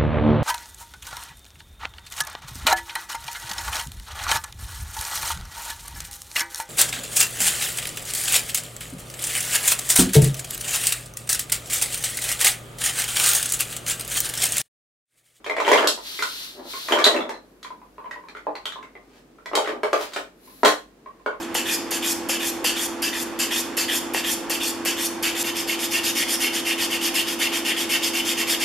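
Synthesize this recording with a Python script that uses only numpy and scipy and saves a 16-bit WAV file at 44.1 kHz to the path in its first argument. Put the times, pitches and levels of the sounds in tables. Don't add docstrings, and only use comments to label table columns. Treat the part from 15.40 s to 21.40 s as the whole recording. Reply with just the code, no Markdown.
import sys
import numpy as np
from scipy import signal
from scipy.fft import rfft, irfft
from scipy.io import wavfile

SR = 44100
rng = np.random.default_rng(int(sys.argv[2]) if len(sys.argv) > 2 else 0)


def store_wav(level_fs):
    pcm = np.round(np.clip(np.atleast_2d(level_fs), -1, 1) * 32767)
    wavfile.write(sys.argv[1], SR, pcm.T.astype(np.int16))


N = 264600


def undb(db):
    return 10 ** (np.asarray(db) / 20)


def unit(x):
    return x / np.sqrt(np.sum(x ** 2, axis=-1, keepdims=True))


def fade(t, t60):
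    return np.exp(-np.log(1000) * t / t60)


def tint(x, points, size=2048):
    hz, db = np.transpose(points)
    f = np.maximum(np.fft.rfftfreq(size, 1 / SR), 1)
    log_gain = np.log(undb(np.interp(np.log(f), np.log(hz), db)))
    cepstrum = irfft(log_gain)
    cepstrum[1:size // 2] *= 2
    cepstrum[size // 2 + 1:] = 0
    response = irfft(np.exp(rfft(cepstrum)))
    return signal.fftconvolve(np.atleast_2d(x), response[None], axes=-1)[:, :x.shape[-1]]


def diffuse(size, alike_hz):
    mid, side = rfft(rng.standard_normal((2, size)))
    alike = 1 / (1 + (np.fft.rfftfreq(size, 1 / SR) / alike_hz) ** 2)
    mid, side = mid * np.sqrt(1 + alike), side * np.sqrt(1 - alike)
    return irfft(np.array([mid + side, mid - side]), size)


def strokes(rows, attack_s, release_s):
    t = np.arange(N) / SR
    start, length, db = np.transpose(rows)[:, :, None]
    early, late = np.maximum(start - t, 0), np.maximum(t - start - length, 0)
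    return np.max(undb(db) * fade(early, attack_s) * fade(late, release_s), axis=0)


HUM_HZ, HUM_DB = 48.6, -62.5
AIR_DB = -50
# frequency in Hz, relative level in dB.
AIR_COLOUR = [(20, -38), (35, -6.5), (70, -20.5), (130, -12.5), (260, -3), (420, -6), (800, -15.5),
              (1600, -20.5), (3200, -27.5), (8000, -33), (15000, -38)]


def room_tone():
    air = unit(tint(diffuse(N, alike_hz=700), AIR_COLOUR)) * np.sqrt(N) * undb(AIR_DB)
    hum = np.sqrt(2) * undb(HUM_DB) * np.sin(2 * np.pi * HUM_HZ * np.arange(N) / SR)
    return air + hum


def contacts(t, count, chatter_db, chatter_t60, rise_s):
    settle = fade(t, chatter_t60) * (1 - np.exp(-t / rise_s))
    force = undb(chatter_db) * unit(rng.standard_normal((count, len(t))) * settle)
    force[:, 0] += 1
    return force


def overtones(t, count, lo_hz, hi_hz, t60, order=22):
    chance = rng.random((count, order))
    hz = lo_hz * (hi_hz / lo_hz) ** ((np.arange(order) + chance) / order)
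    return sum(np.cos(2 * np.pi * f[:, None] * t) for f in hz.T) * fade(t, t60)


BOX_T60_S = 0.19
# frequency in Hz, relative level in dB.
BOX_MODES = [(302, -2.5), (405, -3.5), (428, 2), (538, -5), (598, 5), (645, 0.5), (689, -5), (805, -19.5),
             (895, -2.5), (986, -13.5), (1057, 1.5), (1190, -1)]


def box_ring(t, count, scatter_db):
    hz, db = np.transpose(BOX_MODES)
    shapes = np.sin(2 * np.pi * hz[:, None] * t) * fade(t, BOX_T60_S)
    chance = rng.standard_normal((count, 2, len(BOX_MODES)))
    weights = np.sign(chance[:, 0]) * undb(db + scatter_db * chance[:, 1])
    return unit(weights @ shapes)


# frequency in Hz, relative level in dB.
THUD_COLOUR = [(60, -42.5), (150, -34), (220, -15.5), (300, -11.5), (430, 5), (680, 2), (900, 0.5),
               (1200, -5), (2000, -25), (5000, -67.5)]


def box_thud(t, count):
    force = contacts(t, count, chatter_db=-9.5, chatter_t60=0.06, rise_s=0.0033)
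    return unit(tint(force, THUD_COLOUR))


# frequency in Hz, relative level in dB.
CLACK_COLOUR = [(300, -41), (700, -7.5), (1050, 1.5), (1500, -0.5), (2200, -3), (2900, -12), (4000, -19),
                (8000, -45)]


def block_clack(t, count, high_modes):
    force = contacts(t, count, chatter_db=4, chatter_t60=0.012, rise_s=0.0011)
    return unit(tint(force + undb(-9.5) * high_modes, CLACK_COLOUR))


# frequency in Hz, relative level in dB.
TICK_COLOUR = [(1000, -42.5), (2400, -8), (3300, 5.5), (4200, 2.5), (5200, -2.5), (6900, -4), (8700, -16.5),
               (11800, -20), (16000, -29)]
# frequency in Hz, relative level in dB.
CRACK_COLOUR = [(3000, -22), (5500, -3.5), (6900, 4), (8700, -1), (10300, -6.5), (11800, -4), (13500, -21),
                (16000, -19.5)]


def edge_tick(t, count, high_modes, tick_db):
    edge = contacts(t, count, chatter_db=13.5, chatter_t60=0.028, rise_s=0.00058) + undb(2.5) * high_modes
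    crack_db = tick_db + 0.21 * np.clip(tick_db, -7, 28) - 29.5
    tick = undb(tick_db - 15.5) * unit(tint(edge, TICK_COLOUR))
    crack = undb(crack_db) * unit(tint(edge, CRACK_COLOUR))
    return tick + crack


RING_T60_S = .042


def block_ring(t, hz, split, partner_db, twist, twist_db):
    chance = rng.uniform(-1.1, 1, (len(hz), 3))
    partner_hz = hz * (1 + split * chance[:, :1])
    twist_hz = hz * twist * (1 + 0.1 * chance[:, 1:2])
    bending = np.sin(2 * np.pi * hz * t)
    partner = undb(partner_db) * np.sin(2 * np.pi * partner_hz * t + np.pi * chance[:, 2:])
    twisting = undb(twist_db) * np.sin(2 * np.pi * twist_hz * t)
    t60 = RING_T60_S * np.sqrt(1000 / hz)
    return unit((bending + partner + twisting) * fade(t, t60) * (1 - np.exp(-t * hz)))


CLACK_GROWTH = 0.76
# start in seconds, relative strength in dB, hardness in dB, block ring in Hz, relative ring level in dB.
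STANDOUT_KNOCKS = [(.0437, -6, 6, 3150, -5), (.0634, 5.5, -1, 2140, -15), (.0971, 9, -2, 2105, 8.5),
                   (.166, 9, -3, 2240, -21), (.1825, 7.5, -5, 2200, 4.5), (.2785, 17, -3.5, 930, 14),
                   (.3159, 22.5, -1, 1019, 18), (.3321, 19, 2, 2120, 16), (.3769, 2, -12, 3070, 11.5),
                   (.4274, 12.5, -5, 1120, 4), (.4731, 8, 22, 3880, -13), (.5762, -12, -12.5, 940, -8),
                   (.7909, 5, 4, 2080, 5.5), (.8237, 10, 9.5, 1445, 11.5), (1.3361, -1.5, 2.5, 1070, 1),
                   (1.485, 9, 1.5, 1130, 5), (1.5094, 9.5, -2, 3070, -10), (1.5222, 19, -1, 3136, 15),
                   (1.5338, 10.5, -2.5, 2980, -15), (1.5872, 15, -1.5, 1170, 11),
                   (1.6416, 15, 13, 3980, 22), (1.6515, 18, 6, 3970, 13.5), (1.6641, 20, 1, 3830, 0),
                   (1.7434, 10, -3, 4130, -6), (1.8927, 4, 2, 880, 0), (1.9403, -26.5, 1, 4100, -12.5),
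                   (2.229, -14, 18.5, 3380, -13.5), (2.2468, -7, 5.5, 1000, -2.5), (2.7108, -4, 4, 1924, 1),
                   (2.8855, -9.5, 4.5, 4030, -16), (2.95, -10.5, -1, 1420, -1),
                   (2.9684, -10, 4.5, 2100, -11.5), (3.0681, -11.5, -24.5, 850, 6.5),
                   (3.1534, -2, 1, 4170, -7), (3.2555, 3, 9.5, 3185, 3.5), (3.3221, -6.5, 7, 3570, -5),
                   (3.4277, -9, 0, 1045, -10.5), (3.5528, -16, -9.5, 2070, -11.5),
                   (3.985, -24.5, -7, 1360, -15.5), (4.0587, 0, 4, 1950, -1),
                   (4.115, -15.5, -20.5, 1110, -11), (4.1326, 5, -10.5, 1163, 6),
                   (4.1527, 16, 9.5, 1214, 4), (4.1744, 0.5, -17.5, 837, 9), (4.2745, 9.5, -3.5, 1200, 6),
                   (4.2907, 3, 0.5, 1090, -5), (4.4331, 13.5, -3, 1140, 7), (4.5306, 18.5, -3, 1178, 13),
                   (4.7349, -4.5, 15.5, 1112, -6), (4.7617, 11, 1, 1520, -18), (5.2322, 19.5, -7, 956, -1),
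                   (5.2486, 20, 6.5, 1480, 13), (5.256, 26, 1, 3430, -9), (5.2788, 18, 4.5, 1130, 0),
                   (5.8614, 6.5, -6, 1466, 7.5)]


def knocks(more_hits, size=10000, short_size=3500, count=4):
    hits = np.vstack([STANDOUT_KNOCKS, *more_hits])
    t_box, t = np.arange(size) / SR, np.arange(short_size) / SR
    start, strength_db, hardness_db, ring_hz, ring_db = np.transpose(hits)[:, :, None]
    thud_db, tick_db = strength_db - hardness_db, strength_db + hardness_db
    clack_db = CLACK_GROWTH * strength_db
    n = len(hits)
    high_modes = unit(overtones(t, n, lo_hz=1119, hi_hz=13840, t60=0.051))
    thud = undb(thud_db - 7.5) * box_thud(t, n)
    clack = undb(clack_db - 3.5) * block_clack(t, n, high_modes)
    tick = edge_tick(t, n, high_modes, tick_db)
    ring = block_ring(t, ring_hz, split=0.099, partner_db=-4.5, twist=1.0, twist_db=-8.5)
    sounds = undb(thud_db - 10.5) * box_ring(t_box, n, scatter_db=3.5)
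    sounds[:, :short_size] += thud + clack + tick + undb(ring_db - 3.5) * ring
    out = np.zeros((count, N + size))
    for k, i in enumerate((start[:, 0] * SR).astype(int)):
        out[k % count, i:i + size] += sounds[k]
    return out[:, :N]


JOSTLE_GAP_S, JOSTLE_SCATTER_DB, JOSTLE_RING_DB = .022, 2.5, -3
BLOCK_RANGE_HZ = 900, 3930


def jostle(start, length, db):
    count = max(int(length / JOSTLE_GAP_S), 1)
    place, smallness = rng.random((count, 2)).T
    strength, hardness, ring = JOSTLE_SCATTER_DB * rng.standard_normal((count, 3)).T
    largest_hz, smallest_hz = BLOCK_RANGE_HZ
    hz = largest_hz * (smallest_hz / largest_hz) ** (smallness ** 2)
    times = start + (np.arange(count) + place) * JOSTLE_GAP_S
    return np.transpose([times, db + strength, hardness, hz, db + JOSTLE_RING_DB + ring])


# start in seconds, length in seconds, relative strength in dB.
PILE_TUMBLES = [(0.187, .27, 9), (1.55, .15, 5), (1.763, .06, 5.5), (4.193, .11, -5.5)]


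def tumbles():
    return np.vstack([jostle(*tumble) for tumble in PILE_TUMBLES])


def scrape(effort, colour, slips_per_s, spread_db):
    happens = rng.random(N) < slips_per_s / SR
    strength = undb(spread_db * rng.exponential(size=N).clip(0, 4))
    slips = happens * rng.choice([-1, 1], N) * strength
    return unit(tint(slips, colour)[0]) * np.sqrt(N) * effort


# start in seconds, length in seconds, relative level in dB.
BLOCK_PUSHES = [(.3, 0.073, -27), (1.53, 0.066, -42), (3.74, 0.032, -53), (4.61, 0.021, -32),
                (4.74, .04, -40)]
# frequency in Hz, relative level in dB.
BLOCK_PUSH_COLOUR = [(150, -26.5), (400, 0.5), (1000, -1.5), (2200, -5), (4000, -8), (7000, -14),
                     (10000, -20), (16000, -25)]


def pushed_blocks():
    effort = strokes(BLOCK_PUSHES, attack_s=0.34, release_s=0.17)
    return scrape(effort, BLOCK_PUSH_COLOUR, slips_per_s=1100, spread_db=4.5)


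# start in seconds, length in seconds, relative level in dB.
BOX_SHOVES = [(.3, 0.17, -28.5), (1.19, 0.011, -32.5), (1.525, .04, -24.5), (1.745, 0.018, -23),
              (1.84, 0.061, -33.5), (4.32, 0.036, -37)]
# frequency in Hz, relative level in dB.
BOX_SHOVE_COLOUR = [(100, -24), (170, -12.5), (230, -5), (300, 1), (420, 1), (700, -2.5), (1100, -8),
                    (2000, -20.5), (5000, -58)]


def dragged_box():
    effort = strokes(BOX_SHOVES, attack_s=0.18, release_s=.28)
    return scrape(effort, BOX_SHOVE_COLOUR, slips_per_s=840, spread_db=7)


def left_hiss(effort, colour, spread_db, lag_count=9):
    source = rng.standard_normal(N)
    both_ears = np.array([source, np.roll(source, lag_count)])
    hiss = both_ears + undb(spread_db) * rng.standard_normal((2, N))
    return unit(tint(hiss, colour)) * np.sqrt(N) * effort * undb([[-1.5], [-3.2]])


# start in seconds, length in seconds, relative level in dB.
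CLOTH_SWISHES = [(.67, 0.38, -28), (1.31, .2, -28.5)]
# frequency in Hz, relative level in dB.
CLOTH_SWISH_COLOUR = [(300, -27.5), (1200, -10.5), (2400, -8.5), (3200, -2.5), (4200, 1.5), (5000, -5),
                      (6000, -8.5), (8600, -14), (9600, -14.5), (11700, -10), (13200, -11.5), (15400, -19)]


def cloth_swish():
    effort = strokes(CLOTH_SWISHES, attack_s=0.27, release_s=0.56)
    return left_hiss(effort, CLOTH_SWISH_COLOUR, spread_db=1.5)


# start in seconds, length in seconds, relative level in dB.
THIN_HISSES = [(2.05, 0.83, -64), (4.61, 0.044, -40), (5.06, 0.23, -45)]
# frequency in Hz, relative level in dB.
THIN_HISS_COLOUR = [(500, -11.5), (2300, -8.5), (3500, -9), (4000, -4.5), (5500, -10.5), (8000, -12),
                    (8600, -18), (10500, -5), (11700, -1), (12700, -7.5), (15400, -13)]


def thin_hiss():
    effort = strokes(THIN_HISSES, attack_s=0.29, release_s=.12)
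    return left_hiss(effort, THIN_HISS_COLOUR, spread_db=5.0)


TAP_HZ, TAP_STRENGTH_DB, TAP_HARDNESS_DB = 1030, -15, -8
TAP_DETUNE = .02
# start in seconds, relative ring level in dB.
ROCKING_TAPS = [(2.3046, -2), (2.416, -13), (2.5814, -3), (2.6427, -2.5), (2.6582, -2), (2.759, -3.5),
                (2.8377, -8.5), (3.3581, -2.5), (3.389, -6.5), (5.075, -14), (5.66, -3), (5.796, -19),
                (5.9271, -0.5)]


def taps():
    pitches = TAP_HZ * (1 + TAP_DETUNE * rng.standard_normal(len(ROCKING_TAPS)))
    return [(s, db + TAP_STRENGTH_DB, TAP_HARDNESS_DB, hz, db) for (s, db), hz in zip(ROCKING_TAPS, pitches)]


ROOM_T60_S = 0.25


def room(x, wet_db, treble_t60, build_s, size=24000):
    t = np.arange(size) / SR
    noise = diffuse(size, alike_hz=417)
    low = signal.sosfiltfilt(signal.butter(2, 2500, fs=SR, output="sos"), noise)
    tail = low * fade(t, ROOM_T60_S) + (noise - low) * fade(t, treble_t60)
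    response = undb(wet_db) * unit(tail * (1 - np.exp(-t / build_s)))
    response[:, 0] += undb(-2.5)
    for lag_s, echo_db in [(.0031, -9), (.0118, -12.5), (.0215, -18.5)]:
        skew = rng.integers(-12, 13)
        response[[0, 1], [int(lag_s * SR) + skew, int(lag_s * SR) - skew]] += undb(echo_db)
    return signal.fftconvolve(x[None], response, axes=-1)[:, :N]


LOWEST_HZ = 190.5


def scene():
    knocking = knocks([tumbles(), taps()])
    sliding = pushed_blocks() + dragged_box()
    highpass = signal.butter(3, LOWEST_HZ, "highpass", fs=SR, output="sos")
    wood = signal.sosfilt(highpass, np.vstack([knocking, sliding]))
    heard = sum(room(part, wet_db=1.8, treble_t60=0.25, build_s=0.0056) for part in wood)
    return heard + cloth_swish() + thin_hiss() + room_tone()


TOP_HZ = 15700


def record(dry):
    rounded = np.tanh(0.41 * dry) / 0.65
    return signal.sosfilt(signal.ellip(10, .2, 80, TOP_HZ, fs=SR, output="sos"), rounded)


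dry = scene()
out = record(dry)
store_wav(out)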